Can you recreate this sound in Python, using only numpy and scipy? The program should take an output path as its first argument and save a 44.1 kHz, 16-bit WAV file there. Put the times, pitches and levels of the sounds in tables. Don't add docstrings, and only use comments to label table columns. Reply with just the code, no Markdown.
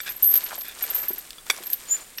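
import sys
import numpy as np
from scipy import signal
from scipy.fft import rfft, irfft
from scipy.io import wavfile
from scipy.ndimage import uniform_filter1d

SR = 44100
rng = np.random.default_rng(int(sys.argv[2]) if len(sys.argv) > 2 else 0)


def waveform_to_disk(signal):
    frames = np.transpose(np.atleast_2d(signal))
    scaled = np.clip(frames, -1, 1) * 32767
    samples = np.round(scaled).astype(np.int16)
    wavfile.write(sys.argv[1], SR, samples)


N = 97020

# frequency in Hz, relative level in dB.
AIR_EQ = [(20, 0), (80, -9.5), (300, -7), (1000, -13), (3500, -11.5), (6000, -18), (8800, -6), (11000, -14),
          (15500, -15.5)]
LEAF_EQ = [(170, -13.5), (330, -4.5), (1000, -3.5), (1750, -1), (2800, -3), (6500, -5), (9000, -1.5),
           (11000, -15), (15500, -20)]
CRACK_EQ = [(100, -40), (380, -5), (900, -9), (1500, 1.5), (2300, 3), (2900, -8), (8500, -6),
            (13500, -20.5), (16000, -28)]
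SCRAPE_EQ = [(3200, -23), (4800, -18), (6500, -24), (9000, -20), (11000, -24), (12500, 0), (14000, -1.5),
             (15500, -16)]
# time in seconds, level in dB.
MOVEMENT_RIDE = [(0, -50), (.1, -43.5), (.19, -49.5), (.29, -44.5), (.36, -38), (.42, -39.5), (0.521, -40),
                 (.6, -48), (0.769, -44.5), (.85, -38.5), (.96, -37), (1.12, -43.5), (1.25, -49),
                 (1.455, -57.5), (1.468, -41.5), (1.53, -43.5), (1.62, -45.5), (1.741, -46.5), (1.82, -48),
                 (1.9, -45), (1.99, -42), (2.06, -54)]
# start in seconds, level in dB, crunch t60 in seconds, centre in Hz.
BOOT_STEPS = [(.508, -33, 0.08, 1600), (.518, -31.5, 0.03, 950), (.529, -27, 0.021, 540),
              (0.58, -34.5, 0.021, 620), (1.104, -29, .03, 367), (1.585, -33.5, 0.016, 850),
              (1.604, -41, .06, 320)]
# start in seconds, relative level in dB, centre in Hz.
TWIG_TICKS = [(.2432, -14, 9500), (.6105, -21, 6000), (.6175, -24, 3200), (.654, -24, 3400),
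              (.894, -23, 2000), (1.04, -25, 1500), (1.306, -20, 4000), (1.331, -28, 2400),
              (1.627, -27, 1800), (1.565, -25, 5500), (1.668, -23, 8000)]
# start in seconds, length in seconds, level in dB.
WIRE_DRAGS = [(0.056, 0.05, -32), (0.63, 0.11, -42.5)]
# frequency in Hz, relative level in dB.
RASP_MODES = [(1670, 0.5), (1900, -9), (2450, 1.5), (3450, 1.5), (4900, -5)]
# time in seconds, pitch in Hz, level in dB.
SQUEAK_CURVE = [(1.872, 6800, -60), (1.882, 7060, -41), (1.9, 6930, -32), (1.906, 6800, -27.5),
                (1.912, 7064, -20.5), (1.924, 7100, -18.5), (1.942, 7080, -24), (1.958, 7040, -25),
                (1.966, 7200, -39)]
# start in seconds, level in dB, t60 in seconds,
# contact noise in relative dB, then the main, low and third mode in Hz.
TOOL_CLINKS = [(1.383, -37, .04, -6, 3445, 1340, 4720), (2.184, -29, .035, 5, 5590, 1800, 3450)]
# start in seconds, relative level in dB, t60 in seconds,
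# treble tilt in dB per decade.
JAW_KNOCKS = [(.003, -26.5, 0.032, 5), (0.068, -32, 0.028, -3), (.839, -29, 0.031, -17),
              (1.4996, -13, 0.022, -6), (1.5012, -9.5, 0.02, -3.5), (1.5085, -21, 0.018, 11)]
# frequency in Hz, relative level in dB, factor on the knock's t60.
BODY_MODES = [(1320, -9, 1.05), (1483, -5.5, 0.92), (1720, -5, 0.72), (2298, -.5, 1.28), (2430, -8, 1.2),
              (3395, -6.5, 1.5), (3577, -6.5, 1.7), (3820, -12, 1.5), (4645, -11, 1.8), (5630, -7.5, 1.2),
              (7040, -14, 1.1), (7860, -9, 1.7), (8140, -13, 1.4)]
# frequency in Hz, level in dB, t60 in seconds.
CLACK_TAIL = [(10200, -34, 0.2), (12600, -38, .15), (13700, -30, .06)]
# start in seconds, level in dB, t60 in seconds.
PART_SKIDS = [(.341, -22, .03), (.356, -19, .06), (.833, -25, .04), (1.7265, -26, .03), (1.731, -11, .016),
              (1.734, -17, .035), (1.739, -24, .035)]
# start in seconds, relative level in dB, t60 in seconds,
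# upper-mode boost in dB.
PART_HITS = [(.012, -33, 0.3, -6), (.092, -25, .17, -3), (.1625, -29, 0.098, -12), (.2245, -12, 0.34, -4),
             (.2435, -12, 0.2, 2), (.266, -12, 0.25, -2.5), (.294, -15.5, 0.28, 6), (.313, -15, 0.22, -6),
             (0.3393, -6.5, 0.065, -18), (.356, -9.5, 0.073, -4), (.374, -7.5, 0.047, -17),
             (.4372, -21.5, 0.12, 2), (.553, -27, .05, -5), (0.5796, -26, 0.13, -3), (.604, -29, 0.2, -8),
             (.682, -26.5, .045, -3), (.8235, -17, 0.088, -17), (.833, -19, 0.073, -2),
             (0.9007, -18.5, 0.082, -9), (.945, -18, .23, 0.5), (0.984, -25, 0.34, -3),
             (1.016, -27, 0.23, -11), (1.0825, -15.5, 0.085, -3), (1.132, -21, 0.056, -5),
             (1.18, -25, .075, 3), (1.633, -35.5, 0.13, 2.5), (1.659, -28, .08, -12),
             (1.668, -23, 0.064, -11), (1.701, -22, 0.058, -12), (1.711, -29, 0.066, 3),
             (1.7312, -18, .06, -4), (2.174, -33.5, 0.22, -11)]
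# frequency in Hz, relative level in dB, share of the boost from 0 to 1.
PART_MODES = [(12225, -10, 0), (12362, -6, 0), (12412, -3, 0), (12812, -12, 1), (12855, -3, 1),
              (13765, -17, 1), (13795, -10, 1)]
# time in seconds, pitch ratio.
PART_TUNING = [(.35, 1), (.44, 1.003), (.83, 1.001), (.9, .995), (1.08, .994), (1.15, 1.004), (2.2, 1.002)]


def undb(db):
    return 10 ** (np.asarray(db) / 20)


def unit(x):
    return x / np.sqrt(np.mean(x ** 2) + 1e-18)


def fade(t60):
    return np.exp(-np.log(1000) * np.arange(N) / SR / max(t60, 1 / SR))


def add(out, start, x):
    i = int(np.clip(start * SR, 0, N - 1))
    out[i:i + len(x)] += x[:N - i]


def colour(x, points):
    hz, db = np.array(points, float).T
    f = np.arange(N // 2 + 1) * SR / N + 1
    curve = undb(np.interp(np.log(f), np.log(hz), db))
    skirt = np.minimum(f / hz[0], 1) ** 2 * np.minimum(hz[-1] / f, 1) ** 2
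    return unit(irfft(rfft(x) * curve * skirt, N))


def noise(points):
    return colour(rng.standard_normal(N), points)


def band(hz):
    return noise([(hz / 2, -10), (hz, 0), (hz * 2, -12)])


def drift(rate):
    hold = max(int(SR / rate), 1)
    stairs = np.repeat(rng.standard_normal(N // hold + 1), hold)
    return unit(uniform_filter1d(stairs, hold)[:N])


def ring(hz, t60, phase=0):
    t = np.arange(SR // 2) / SR
    return np.sqrt(2) * np.sin(2 * np.pi * hz * t + phase) * fade(t60)[:len(t)]


def crackle(per_s, spread_db=2.5):
    sizes = undb(spread_db * np.minimum(rng.exponential(size=N), 4)) * rng.standard_normal(N)
    return sizes * (rng.random(N) < per_s / SR)


def resonate(drive, response):
    return unit(signal.fftconvolve(drive, response)[:N])


def match_energy(x, envelope):
    return x * np.sqrt(np.sum(envelope ** 2) / (np.sum(x ** 2) + 1e-18))


def low_cut(x, hz):
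    return signal.sosfilt(signal.butter(3, hz, "high", fs=SR, output="sos"), x)


def movement():
    return undb(np.interp(np.arange(N) / SR, *np.array(MOVEMENT_RIDE).T))


def air():
    hiss = undb(-49.5) * noise(AIR_EQ)
    rumble = undb(-64 + 1.5 * drift(5.84)) * band(hz=28)
    return hiss + rumble


def wood_echo(near):
    trees = noise([(150, 7), (2000, -5), (8000, -7.5), (15000, -6)]) * fade(t60=.34)
    return undb(-18) * signal.fftconvolve(near, trees / np.sqrt(np.sum(trees ** 2)))[:N]


def rustle(flicker_db=1.5, clump_db=1.6):
    f = np.arange(N // 2 + 1) * SR / N + 1
    spectrum = 0
    for hz in 125 * 2 ** np.arange(8):
        octave = np.cos(np.pi / 2 * np.clip(np.log2(f / hz), -1, 1))
        spectrum += rfft(crackle(per_s=1600)) * octave
    flutter = undb(flicker_db * drift(40) + clump_db * drift(300))
    return colour(irfft(spectrum, N), LEAF_EQ) * movement() * flutter


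def steps(thump_cycles=6):
    out = np.zeros(N)
    for start, db, t60, hz in BOOT_STEPS:
        crunch = match_energy(band(hz) * fade(t60), fade(t60))
        thump = ring(hz, thump_cycles / hz) - ring(hz, thump_cycles / hz / 2)
        add(out, start, undb(db) * crunch)
        add(out, start, undb(db + 4) * thump)
    return low_cut(out, hz=190)


def ticks():
    out = np.zeros(N)
    crack, splinter = fade(t60=.007), undb(-17) * fade(t60=.04)
    for start, db, hz in TWIG_TICKS:
        snap = noise([(hz / 2, -4), (hz, 0), (hz * 2, -6)])
        add(out, start, undb(db) / 2 * snap * (crack + splinter))
    return out


def wire():
    return undb(-17) * movement() * resonate(crackle(per_s=2800), ring(hz=1700, t60=.06))


def drags():
    t = np.arange(N) / SR
    steel = sum(undb(db) * ring(hz, t60=.011, phase=np.pi / 2) for hz, db in RASP_MODES)
    envelope = np.zeros(N)
    for start, length, db in WIRE_DRAGS:
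        progress = np.clip((t - start) / length, 0, 1)
        envelope += undb(db) * np.sqrt(np.abs(np.sin(np.pi * progress)))
    return resonate(crackle(per_s=2800), steel) * envelope


def squeak(lock_s=1.91):
    t = np.arange(N) / SR
    times, hz, db = np.array(SQUEAK_CURVE).T
    wobble = np.where(t < lock_s, .017, .0048) * drift(700)
    phase = 2 * np.pi * np.cumsum(np.interp(t, times, hz) * (1 + wobble)) / SR
    gate = (t > times[0]) * (t < times[-1])
    force = undb(np.interp(t, times, db) + 1.2 * drift(200)) * gate
    tone = force * (np.sin(phase) + undb(-20) * np.sin(2 * phase)) * np.sqrt(2)
    tail = resonate(tone, ring(hz=7130, t60=.25)) * np.std(tone)
    return tone + undb(-26) * tail


def clinks():
    out = np.zeros(N)
    for start, db, t60, contact_db, main_hz, low_hz, third_hz in TOOL_CLINKS:
        side_modes = undb(-9) * (ring(low_hz, t60) + ring(third_hz, t60))
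        add(out, start, undb(db) * (ring(main_hz, t60) + side_modes))
        add(out, start, undb(db + contact_db) * band(hz=2600) * fade(t60 / 2))
    return out


def knocks(clack_s=1.501):
    out = np.zeros(N)
    pivot_hz = BODY_MODES[3][0]
    for start, db, t60, tilt_db in JAW_KNOCKS:
        phases = rng.uniform(0, 2 * np.pi, len(BODY_MODES))
        body = 0
        for (hz, mode_db, sustain), phase in zip(BODY_MODES, phases):
            gain = undb(mode_db + tilt_db * np.log10(hz / pivot_hz))
            body += gain * ring(hz, t60 * sustain, phase)
        add(out, start, undb(db) * body / 2)
        add(out, start, undb(db - 7) * noise(CRACK_EQ) * fade(t60=.029))
    for hz, db, t60 in CLACK_TAIL:
        add(out, clack_s, undb(db) * ring(hz, t60))
    return low_cut(out, hz=330)


def skids():
    out = np.zeros(N)
    for start, db, t60 in PART_SKIDS:
        grit = colour(crackle(per_s=6000), SCRAPE_EQ)
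        add(out, start, undb(db) * match_energy(grit * fade(t60), fade(t60)))
    return out


def part_ring(start, t60, boost_db, detune=.00096):
    pitch = np.interp(start, *np.array(PART_TUNING).T)
    tone = 0
    for hz, db, share in PART_MODES:
        mistune, phase = rng.standard_normal(2) * (detune, np.pi)
        tone += undb(db + share * boost_db) * ring(hz * pitch * (1 + mistune), t60, phase)
    return tone


def jingles(attack_s=.0013, chatter_s=.04, choke_lead_s=.00074, choke_t60=.039, trim_db=-.5):
    out = np.zeros(N)
    t = np.arange(SR // 2) / SR
    attack = 1 - np.exp(-t / attack_s)
    scrape = noise(SCRAPE_EQ)
    damped_modes = sum(undb(db) * ring(hz, t60=.025) for hz, db, _ in PART_MODES)
    chatter = resonate(rng.standard_normal(N), damped_modes)
    gaps = np.diff([hit[0] for hit in PART_HITS] + [2 * N / SR])
    for (start, db, t60, boost_db), gap in zip(PART_HITS, gaps):
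        tone = part_ring(start, t60, boost_db)
        decay = fade(t60)[:len(t)]
        shift = rng.integers(N)
        buzz = undb(-14) * np.roll(chatter, shift)[:len(t)] * decay * np.exp(-t / chatter_s)
        scratch = undb(-21) * (np.roll(scrape, shift) * fade(t60=.015))[:len(t)]
        choke = np.exp(-np.log(1000) * np.maximum(t - gap + choke_lead_s, 0) / choke_t60)
        gate = attack * choke
        hit = match_energy(gate * (tone + buzz + scratch), gate * decay)
        add(out, start, undb(db + trim_db) * hit)
    shiver = undb(-7) * movement() * chatter
    return out + shiver


def scene():
    tool_and_fence = jingles() + skids() + knocks() + clinks() + wire() + drags() + squeak()
    near = tool_and_fence + ticks() + steps() + rustle()
    return (near + wood_echo(near) + air())[None]


def record(dry):
    return signal.sosfilt(signal.ellip(10, .2, 80, 15900, fs=SR, output="sos"), dry)


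dry = scene()
out = record(dry)
waveform_to_disk(out)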